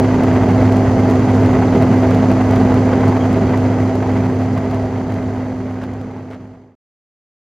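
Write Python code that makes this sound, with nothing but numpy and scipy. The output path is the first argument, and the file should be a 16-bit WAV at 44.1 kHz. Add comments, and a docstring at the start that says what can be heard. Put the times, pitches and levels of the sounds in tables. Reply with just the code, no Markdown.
"""A window seat in a small jet at cruise: dull airflow roar, engine drone, vent hiss with a faint whine.
Roar, rush and hiss are shaped noise through cabin resonances; the drone is four fluttering sines.
A brief squeak and two soft scuffs are short noise bursts. Crests are gritty, rounded and crackle
slightly; the scuffs pass as the whole sound is faded out."""
import sys
import numpy as np
from scipy import signal
from scipy.fft import rfft, irfft
from scipy.io import wavfile
from scipy.ndimage import uniform_filter1d

SR = 44100
rng = np.random.default_rng(int(sys.argv[2]) if len(sys.argv) > 2 else 0)


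def pcm_store(signal):
    """Save signal as 16-bit PCM."""
    levels = np.round(np.clip(np.atleast_2d(signal), -1, 1) * 32767)
    wavfile.write(sys.argv[1], SR, levels.astype(np.int16).T)


N = 332955

# faint squeak of the cabin trim: (time [s], length [s], frequency [Hz], width [Hz], level [dB])
TRIM_SQUEAK = (3.222, .04, 3220, 160, -44)
# soft scuffs, before the fade: (time [s], length [s], level [dB])
SCUFFS = [(5.811, 0.045, -27), (6.307, 0.049, -25)]
# scuff spectrum shape: (frequency [Hz], relative level [dB])
SCUFF_COLOUR = [(400, -2), (1100, 7.5), (2200, -3), (3200, -10.5), (4500, -16), (8000, -27), (15000, -39)]
# vent hiss before resonances: (frequency [Hz], density [dB per Hz])
VENT_SPECTRUM = [(1500, -97.5), (3000, -81), (3600, -93.5), (4100, -87), (4500, -80), (5500, -88.5),
                 (5950, -83), (6900, -88.5), (8000, -95.5), (9200, -101), (15500, -108)]
# rush of opposite sign left and right, before whistles: (frequency [Hz], density [dB per Hz])
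DIFFUSE_SPECTRUM = [(30, -89), (120, -75), (500, -69), (1200, -69), (1400, -74), (2150, -77), (2450, -83),
                    (2900, -85.5), (3500, -98.5), (4500, -86), (5400, -89), (6000, -83.5), (7000, -86),
                    (8200, -114)]
# broad resonances of cabin and panels: (frequency [Hz], width [Hz], lift [dB])
CABIN_MODES = [(189, 28, 4), (212.6, 27, 4), (389.3, 26, 4.5), (649.7, 41, 5.5), (1250, 100, 1.5),
               (1580, 150, 3), (1995, 250, 5), (3250, 160, 3), (6660, 100, 5.5)]
# thin whistles in the air system: (frequency [Hz], width [Hz], lift [dB])
WHISTLE_MODES = [(3690, 35, 3), (3780, 35, 4), (3870, 35, 5), (3977, 26, 9), (6790, 14, 10)]
# engine tones: (frequency [Hz], rms level [dB], flutter [dB], phase wander [rad])
ENGINE_TONES = [(101.85, -17.4, 1, .1), (256.23, -15.5, .5, .05), (305.6, -38, 2, .5),
                (512.46, -38.5, 2, .4)]
# airflow through the cabin wall, before resonances: (frequency [Hz], density [dB per Hz])
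ROAR_SPECTRUM = [(15, -63), (40, -52.5), (66, -46), (118, -39.5), (150, -42), (290, -46), (440, -45),
                 (540, -50), (780, -50.5), (1080, -60), (1750, -69), (2200, -71), (3600, -85), (8000, -112)]
# tick spectrum shape: (frequency [Hz], gain [dB])
TICK_COLOUR = [(400, -7.5), (1500, 15), (4000, 16), (8000, 7), (12000, 3), (15500, 1)]
# clearest ticks of the crackle: (time [s])
CLEAR_TICKS_S = [0.236, 1.1, 2.561, 3.33, 3.576, 4.712]

LEFT_MINUS_RIGHT_DB = -0.97
FADE_START_S, FADE_END_S, STOP_S = 2.72, 6.775, 6.752
TOP_HZ = 15750
# crackle: heights with full scale 1, pulse levels before the tick colour
FAINT_HEIGHT, FAINT_TICK_DB = 0.46, -42.5
BRIGHT_HEIGHT, BRIGHT_TICK_DB = 0.875, -24.5
FAINT_SCATTER_DB = 3

TIME_S = np.arange(N) / SR
FREQ_HZ = np.fft.rfftfreq(N, 1 / SR)


def undb(db):
    """Decibels to amplitude gain."""
    return 10 ** (np.asarray(db) / 20)


def slope(points):
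    """Gain at every frequency from (Hz, dB) points joined on a log axis."""
    hz, db = np.transpose(points)
    return undb(np.interp(np.log(FREQ_HZ + 1e-9), np.log(hz), db))


def resonances(modes):
    """Gain at every frequency from bell-shaped lifts; width spans half the dB lift."""
    lift_db = sum(db * 2 ** -(2 * (FREQ_HZ - hz) / width_hz) ** 2 for hz, width_hz, db in modes)
    return undb(lift_db)


def noise(gain):
    """Random noise with the given amplitude per root Hz."""
    white = rfft(rng.standard_normal(N))
    return irfft(white * gain, N) * np.sqrt(SR / 2)


def walk(rate_hz):
    """Smooth random motion with rms 1, moving about rate_hz times a second."""
    y = noise(np.exp(-(FREQ_HZ / rate_hz) ** 2))
    return y / np.sqrt(np.mean(y ** 2))


def squeak():
    """A plastic panel slips for a moment and rings in one narrow band."""
    start_s, length_s, hz, width_hz, db = TRIM_SQUEAK
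    ring = noise(np.exp(-(2 * (FREQ_HZ - hz) / width_hz) ** 2))
    swell = np.exp(-(2 * (TIME_S - start_s) / length_s) ** 2)  # centred on start_s
    return undb(db) * ring / np.std(ring) * swell


def scuffs():
    """Short grainy rubs: coloured noise with fast level flicker, gated by soft-edged windows."""
    rub = noise(slope(SCUFF_COLOUR)) * undb(2.5 * walk(250))
    touch = np.zeros(N)
    for start_s, length_s, db in SCUFFS:
        touch += undb(db) * ((TIME_S > start_s) & (TIME_S < start_s + length_s))
    return rub / np.std(rub) * uniform_filter1d(touch, size=400)


def vent_hiss(ring):
    """The air vents hiss evenly through the cabin resonances and whistles."""
    return noise(slope(VENT_SPECTRUM) * ring)


def diffuse_rush():
    """Short waves arrive from all around: noise of opposite sign left and right."""
    side = noise(slope(DIFFUSE_SPECTRUM) * resonances(WHISTLE_MODES))
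    return side * np.array([[1], [-1]])


def engines(flutter_rate_hz=6, wander_rate_hz=3):
    """Fan and core shafts hold their speed; their tones flutter a little on the way through the frame."""
    drone = np.zeros(N)
    for hz, rms_db, flutter_db, wander_rad in ENGINE_TONES:
        phase = 2 * np.pi * (hz * TIME_S + rng.random()) + wander_rad * walk(wander_rate_hz)
        level = undb(rms_db + flutter_db * walk(flutter_rate_hz))
        drone += np.sqrt(2) * level * np.sin(phase)
    return drone


def fuselage_airflow(ring, buffet_db=0.8, buffet_rate_hz=12, eddy_db=1.6, eddy_rate_hz=45, split_hz=600):
    """Big eddies sway the low roar; small ones ruffle the rush above it."""
    high_share = 1 / (1 + (split_hz / (FREQ_HZ + 1)) ** 4)  # share of power
    colour = slope(ROAR_SPECTRUM) * ring
    roar = noise(colour * np.sqrt(1 - high_share)) * undb(buffet_db * walk(buffet_rate_hz))
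    rush = noise(colour * np.sqrt(high_share)) * undb(eddy_db * walk(eddy_rate_hz))
    return roar + rush


def scene():
    """The cabin, a little louder on the right."""
    ring = resonances(CABIN_MODES) * resonances(WHISTLE_MODES)
    air = vent_hiss(ring) + diffuse_rush() + fuselage_airflow(ring)
    balance = undb(np.array([[LEFT_MINUS_RIGHT_DB], [-LEFT_MINUS_RIGHT_DB]]) / 2)
    return (squeak() + scuffs() + engines() + air) * balance


def grit(x, knee=0.084, edge_hz=900):
    """The signed square of what passes the knee, high-passed: the rush turns gritty on drone peaks."""
    mid = x.mean(axis=0)
    excess = mid - np.clip(mid, -knee, knee)
    highs = signal.butter(1, edge_hz, "high", fs=SR, output="sos")
    return signal.sosfiltfilt(highs, excess * np.abs(excess))


def ticks(x):
    """Dry ticks: faint on the flanks of tall crests, bright on the tallest and at a few set moments."""
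    mid = x.mean(axis=0)
    height = np.abs(mid)
    sizes = undb(FAINT_SCATTER_DB * np.clip(rng.standard_normal(N), -2, 2))
    flanks = np.abs(np.diff(1. * (height > FAINT_HEIGHT), prepend=0))  # 1 at each crossing
    pulses = undb(FAINT_TICK_DB) * sizes * flanks
    tallest, _ = signal.find_peaks(height, height=BRIGHT_HEIGHT, distance=SR // 500)  # 2 ms apart
    clearest = (np.array(CLEAR_TICKS_S) * SR).astype(int)
    pulses[np.union1d(tallest, clearest)] = undb(BRIGHT_TICK_DB)
    return irfft(rfft(np.sign(mid) * pulses) * slope(TICK_COLOUR), N)


def record(dry):
    """Crests turn gritty, round off below full scale and crackle; a straight fade stops; the top is cut."""
    fade = np.interp(TIME_S, [FADE_START_S, FADE_END_S], [1, 0]) * (TIME_S < STOP_S)
    gritty = dry + grit(dry)
    rounded = gritty / (1 + (gritty / 0.93) ** 8) ** (1 / 8)  # ceiling 0.93
    top_cut = signal.ellip(10, 0.1, 80, TOP_HZ, fs=SR, output="sos")
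    return signal.sosfilt(top_cut, (rounded + ticks(rounded)) * fade)


dry = scene()
out = record(dry)
pcm_store(out)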